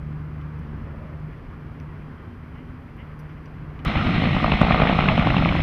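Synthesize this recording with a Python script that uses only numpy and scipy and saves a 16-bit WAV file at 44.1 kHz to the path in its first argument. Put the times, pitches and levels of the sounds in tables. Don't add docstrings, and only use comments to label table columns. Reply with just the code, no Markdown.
import sys
import numpy as np
from scipy import signal
from scipy.fft import rfft, irfft
from scipy.io import wavfile

SR = 44100
rng = np.random.default_rng(int(sys.argv[2]) if len(sys.argv) > 2 else 0)


def output_pcm(signal):
    pcm = np.clip(np.atleast_2d(signal).T, -1, 1) * 32767
    wavfile.write(sys.argv[1], SR, np.round(pcm).astype(np.int16))


def boost_factor(decibels):
    exponent = np.asarray(decibels, float) / 20
    return 10 ** exponent


N = 247842
T = np.arange(N) / SR
CUT_S, STEP_S = 3.846, 3.8507
MAIN_HZ, MAIN_AT_S = 10.41, 4.5436
TAIL_HZ, TAIL_AT_S = 53.38, 4.6112

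# pitch_hz, level_db (per Hz)
ROAR_COLOUR = [(24, -34), (40, -1.5), (161, 3), (239, -1.5), (335, -9), (392, -23), (740, -15.5),
               (997, -24), (1220, -15.5), (1700, -28), (1880, -18.5), (2160, -17), (3770, -29),
               (4250, -32.5), (4600, -48.5), (5980, -77.5), (10100, -120)]
# pitch_hz, level_db (per Hz)
HISS_COLOUR = [(5500, -6), (8000, -2.5), (11000, -1), (14000, -1), (14500, -8), (15100, -10)]


def rms_one(x):
    return x / np.sqrt(np.mean(x ** 2) + 1e-20)


def in_time(rows):
    s, *columns = np.transpose(rows)
    return [np.interp(T, s, c) for c in columns]


def band(x, lo_hz, hi_hz):
    return signal.sosfilt(signal.butter(2, [lo_hz, hi_hz], "band", fs=SR, output="sos"), x)


def steep_band(x, lo_hz, hi_hz):
    return band(band(x, lo_hz, hi_hz), lo_hz, hi_hz)


def drift(rate):
    r = np.exp(-80 * np.pi * rate / SR)
    slow = signal.lfilter([1], [1, -2 * r, r * r], rng.standard_normal(N // 40 + 2002))[2000:]
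    return np.interp(np.arange(N) / 40, np.arange(len(slow)), rms_one(slow))


def noise(spectrum, lo_hz, hi_hz, patchy_db):
    hz = np.arange(1, N // 2 + 2) * SR / N
    points = np.array(spectrum)
    colour_db = np.interp(np.log(hz), np.log(points[:, 0]), points[:, 1])
    shaped = rfft(rng.standard_normal(N)) * boost_factor(colour_db)
    edges = np.geomspace(lo_hz, hi_hz, 5)
    together = drift(7.9)
    total = np.zeros(N)
    for low, high in zip(edges, edges[1:]):
        one_slice = irfft(shaped * (hz >= low) * (hz < high), N)
        total += one_slice * boost_factor(patchy_db * (0.57 * together + drift(15)))
    return rms_one(total)


def strike(at_s, level_db, modes, spread_db):
    out = np.zeros(N)
    luck = rng.standard_normal((len(at_s), len(modes)))
    for (hz, db, t60), own in zip(modes, luck.T):
        clicks = np.full(N, 1e-18)
        clicks[(at_s * SR).astype(int)] = boost_factor(level_db + db + spread_db * own)
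        r = boost_factor(-60 / (t60 * SR))
        w = 2 * np.pi * hz / SR
        out += signal.lfilter([0, np.sin(w)], [1, -2 * r * np.cos(w), r * r], clicks)
    return out


def puffs(at_s, level_db, t60):
    gate = np.full(N, 1e-18)
    gate[(at_s * SR).astype(int)] = boost_factor(level_db)
    return signal.lfilter([1], [1, -boost_factor(-60 / (t60 * SR))], gate) * rng.standard_normal(N)


def passes(hz, at_s, width_ms):
    since = ((T - at_s) * hz + .5) % 1 - .5
    return np.exp(-.5 * (since / hz / (width_ms / 1000)) ** 2)


def traffic():
    # time_s, rumble_db
    vigour = [
        (0.0, -36.5),
        (0.25, -37),
        (0.75, -35),
        (1.45, -36.5),
        (1.96, -37),
        (2.8, -39),
        (3.2, -38),
        (3.83, -35.5),
    ]
    # pitch_hz, level_db (per Hz)
    road_colour = [(20, -0.5), (45, 0.5), (100, -1), (156, -2), (201, -9.5), (279, -7), (523, -23.5),
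                   (834, -26), (1100, -22), (2170, -31), (3080, -41), (3900, -52), (5000, -54.5),
                   (7000, -68.5)]
    # middle_s,
    # length_s, pitch_hz, width_hz, level_db
    drones = [
        (1.01, 0.2, 568, 140, -52.5),
        (2.66, 0.16, 256.7, 11, -47.5),
        (0.83, 0.22, 223, 11, -46),
    ]
    rumble_db, = in_time(vigour)
    tyre_db = -47.5 + 0.54 * (rumble_db - rumble_db.mean())
    out = boost_factor(rumble_db - 1.5) * noise(road_colour, 22, 400, patchy_db=1.0)
    out += boost_factor(tyre_db - 1.03) * noise(road_colour, 400, 7000, patchy_db=0.67)
    for s, length, hz, width, db in drones:
        drone = rms_one(band(rng.standard_normal(N), hz - width / 2, hz + width / 2))
        out += boost_factor(db) * np.exp(-((T - s) / length) ** 4) * drone
    return out


def engine_hum():
    # time_s, pitch_hz, level_db
    second_tone = [(0.0, 147.4, -33.5), (0.12, 150.6, -32.5), (0.91, 150.5, -43), (1.1, 151.5, -39.5),
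                   (1.3, 152.4, -37.5), (1.34, 155, -48.5), (1.81, 151.8, -42.5), (1.86, 151, -36.5),
                   (2.12, 151.6, -40.5), (2.16, 157.5, -47.5), (2.3, 159, -48), (2.86, 158.5, -47),
                   (3.05, 150.5, -42.5), (3.83, 151.4, -39.5)]
    hz, second_db = in_time(second_tone)
    load_comes_off_db = 9 * (T > 1.2)
    first_db = -39 - load_comes_off_db + 1.5 * drift(2.7)
    third_db = -54.5 + 1.5 * drift(2.5)
    turn = np.pi * np.cumsum(hz + .6 * drift(6)) / SR
    out = np.zeros(N)
    for order, db in enumerate([first_db, second_db, third_db], 1):
        out += np.sqrt(2) * boost_factor(db + 1.6 * drift(27)) * np.sin(order * turn)
    return out


def ticks():
    # time_s, knock_db, snap_db, snap_pitch_hz, t60_s
    knocks = [
        (0.4126, -44, -61, 3600, 0.046),
        (0.5903, -56, -60, 9000, .065),
        (1.3294, -51, -74, 4200, 0.054),
        (1.8004, -42, -52, 5400, 0.023),
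        (2.965, -57, -65, 11900, .078),
        (3.1917, -57, -53, 9500, .09),
        (3.2929, -53, -64, 3600, .16),
        (3.458, -46, -55.5, 4800, 0.036),
        (3.7568, -55, -75, 4600, .05),
        (3.7918, -40, -68, 4600, 0.076),
    ]
    # low_hz, high_hz
    body_bands = [
        (1800, 3200),
        (3300, 3900),
        (4400, 5300),
        (5600, 6150),
        (9000, 14500),
    ]
    s, knock_db, snap_db, snap_hz, t60s = np.transpose(knocks)
    fades = np.array([(T >= a) * boost_factor(-60 * np.abs(T - a) / t60) for a, t60 in zip(s, t60s)])
    white = rng.standard_normal(N)
    out = np.zeros(N)
    for lo_hz, hi_hz in body_bands:
        octaves_away = np.abs(np.log2(np.sqrt(lo_hz * hi_hz) / snap_hz))
        db = snap_db - 10 * octaves_away
        if lo_hz == body_bands[0][0]:
            db = knock_db
        out += (boost_factor(db - 7) @ fades) * rms_one(steep_band(white, lo_hz, hi_hz))
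    return out


def brake_squeal():
    # time_s, pitch_hz, level_db
    squeal = [
        (1.9, 2950, -95),
        (2.0, 3050, -76),
        (2.15, 3115, -75),
        (2.72, 3118, -75),
        (2.85, 3110, -95),
    ]
    hz, db = in_time(squeal)
    flutter = 1 + 1.2 * np.cos(2 * np.pi * 55 * T)
    turn = 2 * np.pi * np.cumsum(hz + 12 * drift(20)) / SR
    return boost_factor(db + 2 * drift(12)) * flutter * np.sin(turn)


def creaks():
    # start_s, length_s, slips_per_s at the start, slips_per_s at the end, level_db
    grip_creaks = [
        (2.535, .09, 235, 275, -49),
        (2.972, .062, 228, 288, -42),
        (3.355, .04, 250, 260, -51),
    ]
    out = np.zeros(N)
    for start, length, first, last, db in grip_creaks:
        slips = start + np.cumsum(1 / np.linspace(first, last, int(length * last)))
        part = np.clip((slips - start) / length, .05, .95)
        swell_db = db + 5 * np.log(np.sin(np.pi * part))
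        rub = strike(slips, swell_db, [(2080, 3, .007), (2880, -2, .006)], spread_db=1.2)
        out += boost_factor(1.5) * steep_band(rub, 1700, 3200)
    return out


def main_rotor():
    thump = boost_factor(-14 + .6 * drift(8)) * passes(MAIN_HZ, MAIN_AT_S, 1.4)
    return thump + boost_factor(-21) * passes(MAIN_HZ, MAIN_AT_S, 3.6)


def tail_rotor(load_db, wake):
    bite = boost_factor(-16.5 + 0.4 * load_db - 3 + 6.0 * wake + 1.8 * drift(25))
    echo_ms = 5.37 + 0.17 * drift(2.2)
    arrival = TAIL_AT_S + .0005 * drift(12)
    pulses = passes(TAIL_HZ, arrival, 0.97) + 1.06 * passes(TAIL_HZ, arrival + echo_ms / 1000, 0.9)
    return -signal.lfilter(*signal.butter(1, 80, "high", fs=SR), bite * pulses)


def blows():
    # time_s, peak_db, answer_after_ms, answer_db
    blade_slaps = [(3.86, -20.5, 36.5, -21), (3.954, -17, 35, -31), (4.05, -23, 41, -17),
                   (4.145, -27, 75, -15.5), (4.238, -13.5, 17, -13.5), (4.331, -30, 33.6, -12),
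                   (4.427, -17.5, 16, -8.5), (4.519, -4.5, 18, -13), (4.614, 0.5, 16.8, -7),
                   (4.707, -3, 37, -8.5), (4.8, -2, 18.7, -3.5), (4.895, -2.5, 32, -10),
                   (4.988, -4.5, 50, -8), (5.084, -10.5, 15, -15), (5.177, -6.5, 46, -12.5),
                   (5.27, -7.5, 73, -10), (5.365, -9.5, 58, -12), (5.457, -8, 66, -12.5),
                   (5.551, -11, 41, -17)]
    patter_ms = [17, 34, 52, 69]
    rows = []
    for s, db, answer_ms, answer_db in blade_slaps:
        rows += [(s, db), (s + answer_ms / 1000, answer_db)]
        for ms in patter_ms:
            if abs(ms - answer_ms) > 9:
                rows.append((s + ms / 1000, answer_db - 6.0))
    return [row for row in rows if row[0] < N / SR - .01]


def slaps():
    # pitch_hz, level_db, t60_s
    slap_rings = [(191, -3.5, 0.069), (255, 4.5, 0.023), (628, -6.5, 0.031), (756, 5.5, 0.013),
                  (1056, 5.5, 0.0085), (1220, -12.5, 0.0041)]
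    s, db = np.transpose(blows())
    out = -strike(s + .0015, db - 11.5, slap_rings, spread_db=1.5)
    peaks = np.zeros(N)
    peaks[((s + .002) * SR).astype(int)] = boost_factor(db - 12)
    tip = np.exp(-.5 * (np.arange(-90, 91) / SR * 1000 / 0.17) ** 2)
    spikes = signal.fftconvolve(peaks, tip, "same")
    out -= boost_factor(3.0) * np.roll(spikes, -9)
    swell = signal.fftconvolve(peaks, np.exp(-np.abs(np.arange(-900, 901)) / SR / .003), "same")
    return out + swell * noise(ROAR_COLOUR, 450, 1600, patchy_db=2.5)


def cracks():
    # time_s, peak_db, pitch_hz
    snaps = [(3.9574, -19, 2200), (4.0679, -19, 2180), (4.1268, -29, 1980), (4.2378, -21, 2180),
             (4.255, -13, 2030), (4.3307, -19, 2130), (4.3688, -23, 2090), (4.5174, -12.5, 2800),
             (4.702, -24, 2200), (4.7205, -11, 2180), (4.8154, -9, 1900), (4.853, -11, 1770),
             (4.8715, -17, 2225), (4.889, -13, 2230), (4.9899, -14, 2220), (5.0068, -19, 2220),
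             (5.0861, -7.5, 2260), (5.1759, -20, 2550), (5.1964, -22, 2160), (5.271, -14.5, 1900),
             (5.3018, -10.5, 1930), (5.3668, -15.5, 2800), (5.4481, -16.5, 2130), (5.4883, -12.5, 2280)]
    s, db, hz = np.transpose(snaps)
    out = np.zeros(N)
    for lo_hz, hi_hz in [(1700, 2800), (2300, 3120), (3000, 4100)]:
        centre_hz = np.sqrt(lo_hz * hi_hz)
        level_db = db - 24 * np.abs(np.log2(hz / centre_hz))
        out += steep_band(puffs(s, level_db + 9, .022), lo_hz, hi_hz)
        out -= strike(s + .0005, level_db - 5, [(centre_hz, 0, .011)], spread_db=1)
    return out


def crackle(high_db, throb_db):
    grain_db = 2.7 * np.minimum(rng.exponential(1, N), 4.0)
    grains = (rng.random(N) < 900 / SR) * boost_factor(grain_db) * rng.choice([-1, 1], N)
    return boost_factor(high_db - 9.0 + 1.05 * throb_db) * rms_one(band(grains, 1400, 3400))


def rushing_air(low_db, load_db, high_db, wake, throb_db):
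    # pitch_hz, level_db (per Hz)
    turbine_colour = [(4700, -14.5), (5050, 0.5), (5600, -9.5), (6300, -14.5), (7000, -23), (7400, -22),
                      (7750, -28), (8500, -19), (9250, -28.5), (9700, -22), (10700, -32), (13000, -40)]
    body_db = -32.5 + 0.95 * load_db
    early_mid_db = 4.5 * np.exp(-((T - CUT_S) / 0.41) ** 4)
    mid_db = -34 + 0.84 * load_db + early_mid_db
    roar = boost_factor(low_db - 4.5 + 4.0 * wake) * noise(ROAR_COLOUR, 72, 400, patchy_db=.8)
    roar += boost_factor(body_db - 4.5 + throb_db) * noise(ROAR_COLOUR, 400, 950, patchy_db=2.5)
    roar += boost_factor(mid_db - 5.0 + throb_db) * noise(ROAR_COLOUR, 950, 1700, patchy_db=2.0)
    roar += boost_factor(high_db - 1.5 + 0.77 * throb_db) * noise(ROAR_COLOUR, 1700, 4700, patchy_db=1.03)
    return roar + boost_factor(-58 + .25 * throb_db) * noise(turbine_colour, 4700, 13000, patchy_db=.35)


def specks():
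    # time_s, level_db
    tiny_ticks = [
        (3.927, -72),
        (4.456, -61),
        (4.6084, -62.5),
        (4.7097, -68),
        (4.7282, -66),
        (5.1098, -57.5),
    ]
    s, db = np.transpose(tiny_ticks)
    return steep_band(puffs(s, db + 5, .02), 12000, 15000)


def helicopter():
    # time_s, downwash_db (low roar), blade_load_db (about its mean)
    hover = [
        (3.86, -28.5, -3.0),
        (4.02, -20, -2),
        (4.31, -20, -1.5),
        (4.5, -23, -0.5),
        (4.67, -22.5, 5.0),
        (4.9, -23.5, 5.5),
        (5.1, -18.5, 4),
        (5.36, -18, -0.5),
        (5.62, -18.5, -3.0),
    ]
    low_db, load_db = in_time(hover)
    high_db = -33 + 0.29 * load_db
    wake = passes(TAIL_HZ / 5, 4.63, 16.5)
    throb_db = 3.97 * passes(TAIL_HZ, TAIL_AT_S + 0.0016, 5.6) + 2.2 * wake
    close = main_rotor() + tail_rotor(load_db, wake) + slaps() + cracks() + crackle(high_db, throb_db)
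    close = .9 * np.tanh(close / .9)
    close = signal.sosfilt(signal.butter(8, 4100, fs=SR, output="sos"), close)
    return close + rushing_air(low_db, load_db, high_db, wake, throb_db) + specks()


def scene():
    roadside = traffic() + engine_hum() + ticks() + brake_squeal() + creaks()
    after = np.clip((T - CUT_S) / .009, 0, 1)
    step = -boost_factor(-20) * (T >= STEP_S) * np.exp(-np.abs(T - STEP_S) / .0012)
    return (roadside * (T < STEP_S) + after * helicopter() + step)[None]


def microphone_hiss():
    hiss = boost_factor(-80.5) * noise(HISS_COLOUR, 6000, 14300, patchy_db=.25)
    top = noise(HISS_COLOUR[:4], 14300, 15200, patchy_db=.25)
    return hiss + boost_factor(-91) * (drift(8) > 0) * (T < STEP_S) * top


def transport_whine():
    # multiple, level_db
    overtones = [(6, -78), (7, -77), (8, -76), (9, -86), (10, -83), (11, -81), (12, -90), (13, -89),
                 (14, -83), (15, -92), (16, -83), (18, -87), (19, -92), (20, -91)]
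    out = np.zeros(N)
    for k, db in overtones:
        out += np.sqrt(2) * boost_factor(db) * np.sin(2 * np.pi * 299.7 * k * T + k * k)
    return out


def band_limit(x):
    return signal.sosfilt(signal.butter(12, 15140, fs=SR, output="sos"), x)


def record(dry):
    heard = signal.sosfilt(signal.butter(2, 30, "high", fs=SR, output="sos"), dry)
    heard = heard + microphone_hiss() + transport_whine()
    return band_limit(heard)


dry = scene()
out = record(dry)
output_pcm(out)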